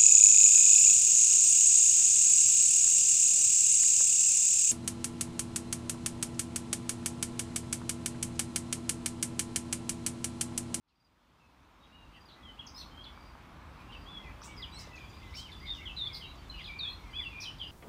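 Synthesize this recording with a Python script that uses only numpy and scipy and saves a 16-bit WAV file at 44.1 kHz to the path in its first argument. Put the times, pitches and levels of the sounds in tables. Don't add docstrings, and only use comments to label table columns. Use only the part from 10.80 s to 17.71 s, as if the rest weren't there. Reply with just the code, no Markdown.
import sys
import numpy as np
from scipy import signal
from scipy.io import wavfile
from scipy.ndimage import uniform_filter1d

SR = 44100
rng = np.random.default_rng(int(sys.argv[2]) if len(sys.argv) > 2 else 0)


def wrap_up_sound(samples):
    columns = np.atleast_2d(samples).T
    tamed = np.clip(columns, -1, 1)
    steps = np.round(tamed * 32767).astype(np.int16)
    wavfile.write(sys.argv[1], SR, steps)


def volts(x):
    e = np.asarray(x, float) / 20
    return 10 ** e


N = 304731


def evened(x):
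    return x / np.sqrt(np.mean(x ** 2) + 1e-20)


def add(mix, s, sound):
    part = mix[round(s * SR):][:len(sound)]
    part += sound[:len(part)]


def wobble(length, hz):
    rough = uniform_filter1d(rng.standard_normal(length), int(SR / hz / 2))
    return evened(uniform_filter1d(rough, int(SR / hz / 3)))


def resonate(x, hz, width):
    turn = np.exp(2j * np.pi * hz * np.arange(len(x)) / SR)
    r = np.exp(-np.pi * width / SR)
    return (turn * signal.lfilter([1], np.convolve([1, -r], [1, -r]), x / turn)).real


def woods(x, gap_s, t60):
    at = np.arange(0, SR - 20, 20) + rng.integers(0, 20, (SR - 1) // 20)
    taps = np.zeros(SR)
    taps[at] = rng.choice([-1., 1.], len(at)) * volts(-60 * at / SR / t60) * (at > gap_s * SR)
    return signal.oaconvolve(x, taps[:int(t60 * SR)] / np.linalg.norm(taps))[:N]


def among_trees(voice, direct_db, *echoes):
    placed = volts(direct_db) * voice
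    for db, gap_s, t60 in echoes:
        placed += volts(db) * woods(voice, gap_s, t60)
    return placed


def sing(notes, jitter, flutter_db, edge_s, overtones_db=(), trill_hz=0, trill=0):
    out = np.zeros(N)
    for rows in notes:
        s, hz, db = np.transpose(rows)
        t = np.arange(s[0] - edge_s / 2, s[-1] + edge_s / 2, 1 / SR)
        beat = 2 * np.pi * (trill_hz * t + rng.random())
        grow = np.linspace(.05, 1.4, len(t))
        pitch = uniform_filter1d(np.interp(t, s, hz), size=100, mode="nearest")
        pitch = pitch * (1 + jitter * wobble(len(t), 120.) + trill * grow * np.sin(beat))
        turn = 2 * np.pi * np.cumsum(pitch) / SR
        tone = np.sin(turn)
        for k, overtone_db in enumerate(overtones_db, 2):
            tone += volts(overtone_db) * np.sin(k * turn) * (k * pitch < SR / 2)
        edges = np.sin(np.pi / 2 * np.clip(np.minimum(t - t[0], t[-1] - t) / edge_s, 0, 1)) ** 2
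        swing_db = .7 * wobble(len(t), 60.) + .9 * wobble(len(t), 130.)
        swing_db = flutter_db * (swing_db + (trill > 0) * grow * np.cos(beat))
        add(out, t[0], np.sqrt(2) * volts(np.interp(t, s, db) + swing_db) * tone * edges)
    return out


HELD = dict(bend=.3, loud_at=.29, rise_db=-1.5, fall_db=-4.5, ease=1.3)
GLIDE = dict(bend=.39, loud_at=.45, rise_db=-10.5, fall_db=-8.5, ease=1)
SWELL = dict(bend=-1.46, loud_at=.9, rise_db=-9, fall_db=2, ease=1.1)
PING = dict(bend=.27, loud_at=.047, rise_db=-2, fall_db=-31, ease=.67)
HOOK = dict(bend=4.2, loud_at=.34, rise_db=-9.5, fall_db=-12, ease=1)
DIVE = dict(bend=.92, knee=.6, loud_at=.27, rise_db=-2, fall_db=-14, ease=1.3)
ARCH = dict(top_at=.535, flat=.75, start=.021, loud_at=.3, rise_db=-9, fall_db=-3, ease=1)
FLICK = dict(top_at=.296, flat=.77, start=.251, loud_at=.63, rise_db=-1, fall_db=-4, ease=1.1)


def shaped(rows, loud_at, rise_db, fall_db, ease, bend=None, knee=1, top_at=None, flat=None, start=None):
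    u = np.linspace(0, 1, num=25)
    if bend:
        path = np.expm1(-bend * np.minimum(u / knee, 1)) / np.expm1(-bend)
    else:
        path = np.sin(np.pi / 2 * np.interp(u, [0, top_at, 1], [start, 1, 0])) ** flat
    level = np.interp(u, [0, loud_at], [rise_db, 0])
    level = level + fall_db * np.clip((u - loud_at) / (1 - loud_at), 0, 1) ** ease
    return [np.array([s + length * u, a + (b - a) * path, db + level]).T for s, length, a, b, db in rows]


# (time [s], traffic nearness [dB], breeze in the leaves [dB])
DRIFT = [
    (0, 2, 6),
    (1, 2.5, 1),
    (2, 2, 0.5),
    (2.8, 1, -3.5),
    (3.6, 0.2, -2),
    (4.6, -2, 0.5),
    (5.6, -2, 0),
    (6.91, -1.5, 0),
]


def wash(spectrum, level_db, column, follow, patchy_db):
    size = 2048
    frames, hz = N // (size // 4) + 5, np.fft.rfftfreq(size, 1 / SR)
    a, b, patches = rng.standard_normal((frames, len(hz), 3)).T
    patches = evened(uniform_filter1d(uniform_filter1d(patches, size=16, axis=0), size=8, axis=1))
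    f, db = np.transpose(spectrum)
    shape_db = np.interp(np.log(hz + 1), np.log(f + 1), db, left=-90, right=-90)
    z = (a + 1j * b) * volts(shape_db[:, None] + patchy_db * patches)
    x = evened(signal.istft(z, nperseg=size, noverlap=size * 3 // 4)[1][:N])
    rows = np.transpose(DRIFT)
    return x * volts(level_db + follow * np.interp(np.arange(N) / SR, rows[0], rows[column]))


# (frequency [Hz], level [dB per Hz])
RUMBLE_SPECTRUM = [(14, -40), (24, 3), (39, 2.5), (59, 0.5), (102, -6.5), (156, -11), (188, -13.5),
                   (247, -30), (316, -19), (400, -21.5), (520, -33), (880, -120)]
# (frequency [Hz], level [dB per Hz])
ROAD_SPECTRUM = [(88, -48), (150, -3.5), (275, -0.5), (415, -12), (569, -8.5), (680, -9), (907, -5),
                 (1070, -4), (1880, -14.5), (2250, -14.5), (4000, -28), (5200, -53), (8800, -120)]


def far_road():
    rumble = wash(RUMBLE_SPECTRUM, -50, column=1, follow=-.65, patchy_db=1.36)
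    return rumble + wash(ROAD_SPECTRUM, -54.5, column=1, follow=1, patchy_db=.72)


# (frequency [Hz], level [dB per Hz])
LEAF_SPECTRUM = [(1470, -30), (2500, -5.5), (2780, -7.5), (3480, -5.5), (4020, -8), (4650, -10),
                 (5060, -11), (7590, -18.5), (12800, -24), (15600, -21.5)]


def leaves():
    return wash(LEAF_SPECTRUM, -64, column=2, follow=.8, patchy_db=1.5)


def far_chorus():
    start_s = 2.9
    when, hz, glide, length, size = rng.random((120, 5)).T
    s = start_s + when * (N / SR - start_s)
    hz, length = 1700 * 2.3 ** hz, .0145 + .0403 * length
    level = -75 + 6 * size
    notes = np.array([[s, hz, level], [s + length, hz * (.75 + .45 * glide), level + 4.5]])
    far = sing(notes.transpose(2, 0, 1), jitter=.0072, flutter_db=3.5, edge_s=.014)
    return among_trees(far, -6, (0, .005, .4))


def wing_strokes(chirps, pattern_db):
    strokes = [(s + k * .0465, db + step) for s, db in chirps for k, step in enumerate(pattern_db)]
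    return [(s, db) for s, db in strokes if s < N / SR]


def stridulate(strokes, sag):
    out, t = np.zeros(N), np.arange(0, .033, 1 / SR)
    catch = 1 - .7 * np.exp(-((t - .019) / .0022) ** 2)
    shape = catch * volts(-200 * t) * signal.windows.tukey(len(t), .25)
    for s, db in strokes:
        pitch = 4885 + 18 * min(db + 55, 0) - sag * t + 30 * wobble(len(t), 200.)
        turn = 2 * np.pi * np.cumsum(pitch) / SR
        tone = np.sin(turn) + volts(-22) * np.sin(2 * turn) + volts(-22) * np.sin(3 * turn)
        add(out, s - .003, np.sqrt(2) * volts(db + 1.4 * wobble(len(t), 150.)) * tone * shape)
    return out


# (time [s], loudest level [dB])
FAR_CRICKET = [
    (2.36, -60.5),
    (3.122, -62),
    (4.25, -59.5),
    (4.762, -58),
    (5.772, -56.5),
    (6.31, -57.5),
    (6.785, -56),
]
NEAR_CRICKET = [
    (.108, -50),
    (1.315, -55.5),
]
FAR_STROKES_DB = [-4.5, -1, 1, -3.5]
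NEAR_STROKES_DB = [-12, -5.5, -1, 1]


def crickets():
    far = stridulate(wing_strokes(FAR_CRICKET, FAR_STROKES_DB), 1500)
    near = stridulate(wing_strokes(NEAR_CRICKET, NEAR_STROKES_DB), 5000)
    return among_trees(far, -1.5, (-6, .012, .3)) + among_trees(near, 0, (-18, .01, .25))


# (time [s], peak level [dB], pitch [Hz])
TICKS = [(2.18, -39, 1230), (2.375, -36.5, 1180), (2.552, -37, 1110), (2.719, -43.5, 945),
         (3.618, -36.5, 1160), (3.68, -41.5, 1180), (4.072, -46, 520), (4.241, -45, 1300)]


def ticks():
    out = np.zeros(N)
    for s, db, hz in TICKS:
        cycles = np.arange(0, 3.3, hz / SR)
        add(out, s, volts(db) * np.sin(2 * np.pi * cycles) * abs(np.sin(np.pi * cycles / cycles[-1])) ** 2.3)
    return out


# (time [s], length [s], first pitch [Hz], last pitch [Hz], loudest level [dB])
HIDDEN_DIVES = [
    (5.055, 0.072, 3460, 2680, -43),
    (5.412, 0.073, 3250, 2717, -45),
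    (6.798, .085, 3370, 2800, -41.5),
]
HIDDEN_GLIDES = [
    (1.03, .02, 3760, 2880, -54),
    (1.802, 0.024, 3300, 2570, -46.5),
    (5.715, .08, 3050, 2750, -48),
    (6.785, 0.0152, 4000, 3300, -51),
]
HIDDEN_SWELLS = [
    (1.773, 0.02, 2600, 3230, -52),
    (1.838, 0.013, 2700, 3400, -56),
    (5.43, 0.031, 3150, 3200, -52),
]
FAINT_SLURS = [(3.93, 0.133, 2720, 2620, -64), (4.043, .018, 6900, 3400, -64), (3.99, .05, 4000, 3950, -64),
               (4.18, .025, 6400, 7000, -70), (4.235, .04, 3500, 3300, -65), (4.43, .035, 3600, 4000, -67),
               (4.465, .035, 4000, 3650, -68), (4.1, .1, 2000, 1950, -67), (4.8, .016, 4900, 4700, -58),
               (4.9, .016, 4300, 4450, -58), (5.282, .01, 4900, 3700, -58), (5.68, .008, 9000, 3800, -68),
               (4.6, .06, 5000, 4650, -59), (1.33, .05, 3150, 3200, -62)]
# (time [s], pitch [Hz], level [dB])
HIDDEN_STROKES = [
    [(5.84, 4450, -54), (5.852, 3700, -44), (5.862, 3380, -41), (5.868, 2750, -48)],
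]


def hidden_birds():
    notes = shaped(HIDDEN_DIVES, **DIVE) + shaped(HIDDEN_GLIDES, **GLIDE)
    notes += shaped(HIDDEN_SWELLS, **SWELL) + shaped(FAINT_SLURS, **HELD) + HIDDEN_STROKES
    voice = sing(notes, jitter=.01, flutter_db=2.5, edge_s=.007)
    return among_trees(voice, -2, (-3, .012, .2), (-15, .03, .5))


def rasps(rows, fizz_db):
    out = np.zeros(N)
    for s, length, db, hz, width in rows:
        t = np.arange(0, length, 1 / SR)
        puffs = rng.standard_normal(len(t)) * volts(1.4 * wobble(len(t), 140.))
        second, third = (evened(resonate(puffs, min(k * hz, 14500), k * width)) for k in (2, 3))
        fizz = second + volts(-3) * third + volts(-8) * evened(np.diff(puffs, prepend=0))
        throat = evened(resonate(puffs, hz, width))
        swell = abs(np.sin(np.pi * t / length)) ** .45
        add(out, s, volts(db) * (throat + volts(fizz_db) * evened(fizz)) * swell)
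    return out


# (time [s], length [s], first pitch [Hz], last pitch [Hz], loudest level [dB])
CHIRP_HELD = [
    (3.12, 0.047, 3240, 2600, -53.5),
    (3.626, .012, 6200, 3200, -58),
    (3.635, .02, 6200, 5470, -59),
    (6.608, .05, 5800, 3150, -47),
    (4.155, .019, 7000, 3300, -60.5),
    (4.305, .018, 5900, 3500, -68),
    (6.655, 0.04, 3150, 3000, -44.5),
    (3.99, 0.0137, 5840, 4670, -46),
    (4.4, .016, 6900, 3500, -74),
]
CHIRP_SWELLS = [
    (6.6, 0.0072, 4600, 6000, -50),
    (4.5, .017, 4800, 5900, -68),
    (4.06, .035, 3400, 3800, -68),
]
CHIRP_HOOKS = [
    (3.765, 0.051, 5530, 4770, -50.5),
]
# (time [s], length [s], foot pitch [Hz], top pitch [Hz], loudest level [dB])
CHIRP_FLICKS = [
    (3.616, 0.022, 3150, 6270, -58),
    (4.29, .032, 3700, 7100, -71),
]
# (time [s], pitch [Hz], level [dB])
SPARROW_STROKES = [
    [(1.865, 6750, -54), (1.874, 5230, -41), (1.88, 4400, -47)],
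    [(1.947, 5000, -49), (1.962, 5080, -46), (1.974, 5230, -46), (1.985, 5900, -50.5), (2.0, 6100, -57)],
    [(1.956, 3600, -64), (1.972, 4200, -53), (2.004, 4300, -46), (2.012, 4040, -45), (2.021, 3200, -50)],
    [(5.331, 4950, -51), (5.343, 5010, -47), (5.349, 4350, -42), (5.356, 3650, -49)],
    [(4.537, 3600, -59), (4.546, 4800, -54), (4.553, 5750, -50), (4.559, 5350, -49), (4.578, 5450, -52)],
    [(4.556, 5400, -54), (4.564, 4900, -52), (4.582, 4450, -57), (4.61, 3900, -60), (4.625, 3870, -65)],
    [(6.082, 4060, -56), (6.095, 4190, -53), (6.11, 4160, -54), (6.118, 3940, -54), (6.126, 4180, -54),
     (6.15, 4140, -60)],
    [(1.487, 4590, -51), (1.494, 4003, -54), (1.5, 3700, -58)],
    [(4.716, 4920, -59), (4.721, 3600, -51), (4.732, 3500, -53), (4.75, 3490, -62)],
]
# (time [s], length [s], level [dB], centre [Hz], width [Hz])
BRIGHT_RASPS = [
    (1.956, .069, -57, 4370, 900),
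    (2.992, .034, -69, 3800, 2500),
    (6.605, 0.038, -55.5, 4800, 1200),
]
DULL_RASPS = [
    (3.63, 0.045, -56, 7200, 3000),
    (3.978, 0.045, -58.5, 6500, 5000),
    (4.546, 0.062, -52, 4930, 1800),
    (4.943, 0.044, -62.5, 5400, 1600),
    (5.335, .06, -52, 4600, 1000),
]
BURRS = [(.078, .025, -52.5, 4200, 1700), (1.317, 0.065, -56.5, 2840, 450), (1.483, 0.045, -57, 3560, 800),
         (1.505, .05, -57, 3950, 350), (2.255, .04, -56, 3150, 600), (6.8, .05, -51, 3200, 500),
         (3.108, 0.043, -63, 3600, 1800), (4.855, 0.04, -53, 3750, 700), (5.157, .048, -49.5, 3930, 470),
         (2.24, .03, -58, 3600, 1200), (4.56, 0.056, -61, 7400, 2700), (5.771, 0.047, -53, 2880, 500),
         (5.8, 0.026, -52, 3270, 600), (1.97, .05, -52, 4200, 600), (6.608, 0.04, -48, 5350, 800),
         (3.99, 0.036, -58, 5650, 900)]


def sparrows():
    notes = shaped(CHIRP_HELD, **HELD) + shaped(CHIRP_SWELLS, **SWELL)
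    notes += shaped(CHIRP_HOOKS, **HOOK) + shaped(CHIRP_FLICKS, **FLICK)
    voice = sing(notes, jitter=.018, flutter_db=2.5, edge_s=.006, overtones_db=[-30, -30])
    voice += sing(SPARROW_STROKES, jitter=.0078, flutter_db=1.5, edge_s=.005, overtones_db=[-29, -25])
    voice += rasps(BRIGHT_RASPS, -9) + rasps(DULL_RASPS, -15.5) + rasps(BURRS, -30)
    return among_trees(voice, 0, (-.5, .006, .19), (-11, .03, .5))


# (time [s], length [s], foot pitch [Hz], top pitch [Hz], loudest level [dB])
WARBLE_ARCHES = [
    (4.81, 0.086, 1940, 2173, -54),
    (4.985, 0.08, 1910, 2200, -53.5),
]
# (time [s], length [s], first pitch [Hz], last pitch [Hz], loudest level [dB])
WARBLE_ENDS = [
    (4.533, 0.024, 2106, 2410, -53),
]
# (time [s], pitch [Hz], level [dB])
WARBLE_RISERS = [
    [(5.874, 2590, -55), (5.89, 2345, -48), (5.915, 2335, -46.5), (5.96, 2372, -52.5), (6.1, 2536, -54.5),
     (6.14, 2555, -66)],
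    [(6.505, 2690, -59), (6.528, 2430, -53), (6.562, 2403, -49), (6.64, 2474, -52.5), (6.69, 2610, -57),
     (6.725, 2950, -59)],
]


def warbles():
    notes = shaped(WARBLE_ARCHES, **ARCH) + shaped(WARBLE_ENDS, **HELD) + WARBLE_RISERS
    return sing(notes, jitter=.0046, flutter_db=2.5, edge_s=.013, overtones_db=[-36], trill_hz=71.6, trill=.042)


# (time [s], length [s], first pitch [Hz], last pitch [Hz], loudest level [dB])
HELD_LOW = [(.595, .08, 2686, 2590, -56), (.8, 0.08, 2640, 2625, -69), (1.36, 0.042, 2080, 1760, -58.5),
            (2.26, 0.23, 2150, 2376, -67), (2.8, .05, 2210, 2200, -69), (3.09, 0.024, 2790, 2780, -57),
            (3.63, 0.096, 2460, 3120, -64), (4.17, .05, 3100, 3530, -67), (3.94, 0.19, 2280, 1970, -64.5),
            (4.42, 0.13, 2086, 2000, -61), (4.43, 0.014, 2700, 2570, -58), (4.97, 0.052, 2950, 2680, -56.5),
            (5.74, 0.043, 2596, 2570, -57), (5.79, 0.032, 2590, 1930, -49), (6.335, .045, 2350, 2700, -55),
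            (6.385, 0.04, 2580, 1856, -50), (6.452, 0.035, 2770, 2664, -42),
            (4.942, 0.026, 3400, 2900, -54), (6.43, 0.022, 3250, 2780, -47), (6.03, 0.064, 1500, 2000, -68),
            (4.682, .025, 2450, 2000, -57)]
HELD_HIGH = [(1.07, 0.22, 3840, 3800, -66.5), (2.09, 0.27, 5100, 5030, -78), (2.24, 0.02, 4630, 2850, -49),
             (3.433, .035, 5549, 4553, -75), (3.939, 0.04, 5800, 5250, -63), (4.331, .03, 3380, 3830, -64),
             (4.937, .03, 5900, 5800, -67), (5.24, .025, 3850, 4500, -51), (5.27, 0.0099, 3720, 4880, -53),
             (5.563, .05, 4650, 4480, -65), (5.556, 0.009, 7050, 4700, -66),
             (5.444, 0.079, 3770, 4035, -54.5), (5.52, 0.01, 4006, 3320, -64),
             (5.989, 0.011, 4800, 4020, -41.5)]
GLIDES = [
    (.09, 0.05, 3070, 2350, -53),
    (1.005, 0.07, 3780, 3790, -54.5),
    (3.67, 0.096, 2290, 2230, -54),
    (6.18, 0.16, 2300, 2030, -60),
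]
SWELLS = [
    (1.54, 0.165, 1998, 2040, -59),
    (3.4, 0.087, 2067, 2010, -58),
    (3.78, 0.038, 2155, 1930, -55),
    (3.83, 0.1, 4820, 4720, -68),
    (4.2, .05, 4800, 4780, -66),
    (3.93, .033, 7930, 8030, -61),
    (3.962, .016, 8000, 8850, -59),
]
PINGS = [
    (1.793, 0.06, 3303, 3400, -38.5),
    (2.025, 0.044, 2690, 2540, -52),
    (2.266, 0.071, 3430, 3440, -46),
    (3.0, 0.14, 2420, 2370, -61),
    (5.698, 0.079, 4090, 4190, -44),
]
HOOKS = [
    (3.43, 0.095, 2810, 2320, -54),
]


def whistles():
    notes = shaped(HELD_LOW + HELD_HIGH, **HELD) + shaped(GLIDES, **GLIDE) + shaped(SWELLS, **SWELL)
    notes += shaped(PINGS, **PING) + shaped(HOOKS, **HOOK)
    return sing(notes, jitter=.0096, flutter_db=2.5, edge_s=.008, overtones_db=[-46])


# (time [s], pitch [Hz], level [dB])
LEAD_DIVES = [
    [(5.165, 4070, -47), (5.173, 4060, -45), (5.193, 3780, -40), (5.225, 3595, -34), (5.243, 3490, -40),
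     (5.259, 3555, -46), (5.273, 3387, -35.5), (5.325, 3404, -57)],
    [(4.86, 3797, -58), (4.882, 3557, -39), (4.898, 3700, -43), (4.908, 3676, -38.5), (4.926, 3611, -43),
     (4.932, 3592, -51), (4.938, 3440, -41), (4.945, 3465, -50)],
    [(5.998, 3950, -38), (6.008, 3795, -38), (6.048, 3551, -38.5), (6.056, 3380, -35), (6.068, 3340, -47),
     (6.082, 3336, -39.5), (6.095, 3300, -52)],
]
LEAD_ARCHES = [
    [(6.33, 2980, -55), (6.336, 3040, -48), (6.346, 3214, -48), (6.37, 3400, -39), (6.404, 3436, -37.5),
     (6.418, 3446, -42), (6.435, 3250, -44)],
    [(2.11, 3150, -62), (2.151, 3090, -55), (2.167, 3090, -59), (2.177, 3190, -48.5), (2.211, 3216, -49),
     (2.217, 3300, -52), (2.24, 3350, -54)],
    [(3.258, 3230, -62), (3.27, 3200, -57), (3.29, 3480, -52), (3.34, 3429, -50), (3.38, 3317, -46),
     (3.4, 3320, -52), (3.42, 3280, -56)],
    [(1.627, 3450, -54), (1.637, 3350, -50), (1.659, 3230, -50), (1.677, 3180, -51), (1.683, 3080, -53),
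     (1.691, 3030, -47), (1.75, 3040, -65)],
]
LEAD_LOW = [
    [(5.285, 2415, -67), (5.297, 2396, -56), (5.311, 2198, -56), (5.327, 2157, -60), (5.381, 2153, -62),
     (5.405, 2080, -56), (5.42, 2030, -68)],
    [(5.225, 1950, -71), (5.249, 2016, -63), (5.259, 2140, -59), (5.269, 2414, -61), (5.275, 2426, -69)],
    [(4.128, 2660, -60), (4.148, 2610, -47.5), (4.172, 2540, -61), (4.18, 2410, -46), (4.206, 2475, -60),
     (4.214, 2446, -58), (4.224, 2332, -59), (4.246, 2353, -56), (4.27, 2534, -64)],
]
LEAD_TURNS = [
    [(3.92, 3720, -60), (3.93, 3951, -51.5), (3.956, 3970, -60), (3.962, 4030, -52), (3.976, 4359, -50),
     (3.99, 4289, -62)],
    [(3.818, 4200, -53), (3.829, 3450, -40.5), (3.838, 3210, -41.5), (3.848, 2900, -49), (3.853, 2800, -56)],
]
LEAD_BOWS = [
    [(4.568, 2790, -51), (4.576, 3005, -49.5), (4.634, 3275, -54), (4.64, 3238, -65), (4.648, 3161, -53),
     (4.67, 2896, -51), (4.678, 2582, -62), (4.69, 2460, -60)],
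    [(1.113, 2600, -64), (1.128, 2830, -53), (1.152, 2889, -52.5), (1.202, 2841, -55), (1.25, 2760, -57),
     (1.276, 2700, -65)],
]


def nearest_whistler():
    notes = LEAD_DIVES + LEAD_ARCHES + LEAD_LOW + LEAD_TURNS + LEAD_BOWS
    voice = sing(notes, jitter=.0064, flutter_db=1.64, edge_s=.006, overtones_db=[-44, -47, -56])
    return among_trees(volts(-.5) * voice, 0, (-5.5, .005, .2), (-13, .03, .44))


def scene():
    mix = far_road() + leaves() + far_chorus()
    mix += crickets() + ticks()
    mix += hidden_birds() + sparrows()
    mix += among_trees(warbles() + whistles(), .5, (-5.5, .004, .2), (-14, .03, .37))
    mix += nearest_whistler()
    return mix[None]


def top_cut(x):
    return signal.sosfilt(signal.butter(12, 15750, fs=SR, output="sos"), x)


def record(dry):
    dry = signal.sosfilt(signal.butter(12, 15700., fs=SR, output="sos"), dry)
    thin = signal.sosfilt(signal.butter(5, 40., "highpass", fs=SR, output="sos"), dry)
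    fade_s = 3.27
    fade = np.minimum(np.arange(N) / SR / fade_s + .0066, 1)
    return top_cut(thin * fade)


dry = scene()
out = record(dry)
wrap_up_sound(out)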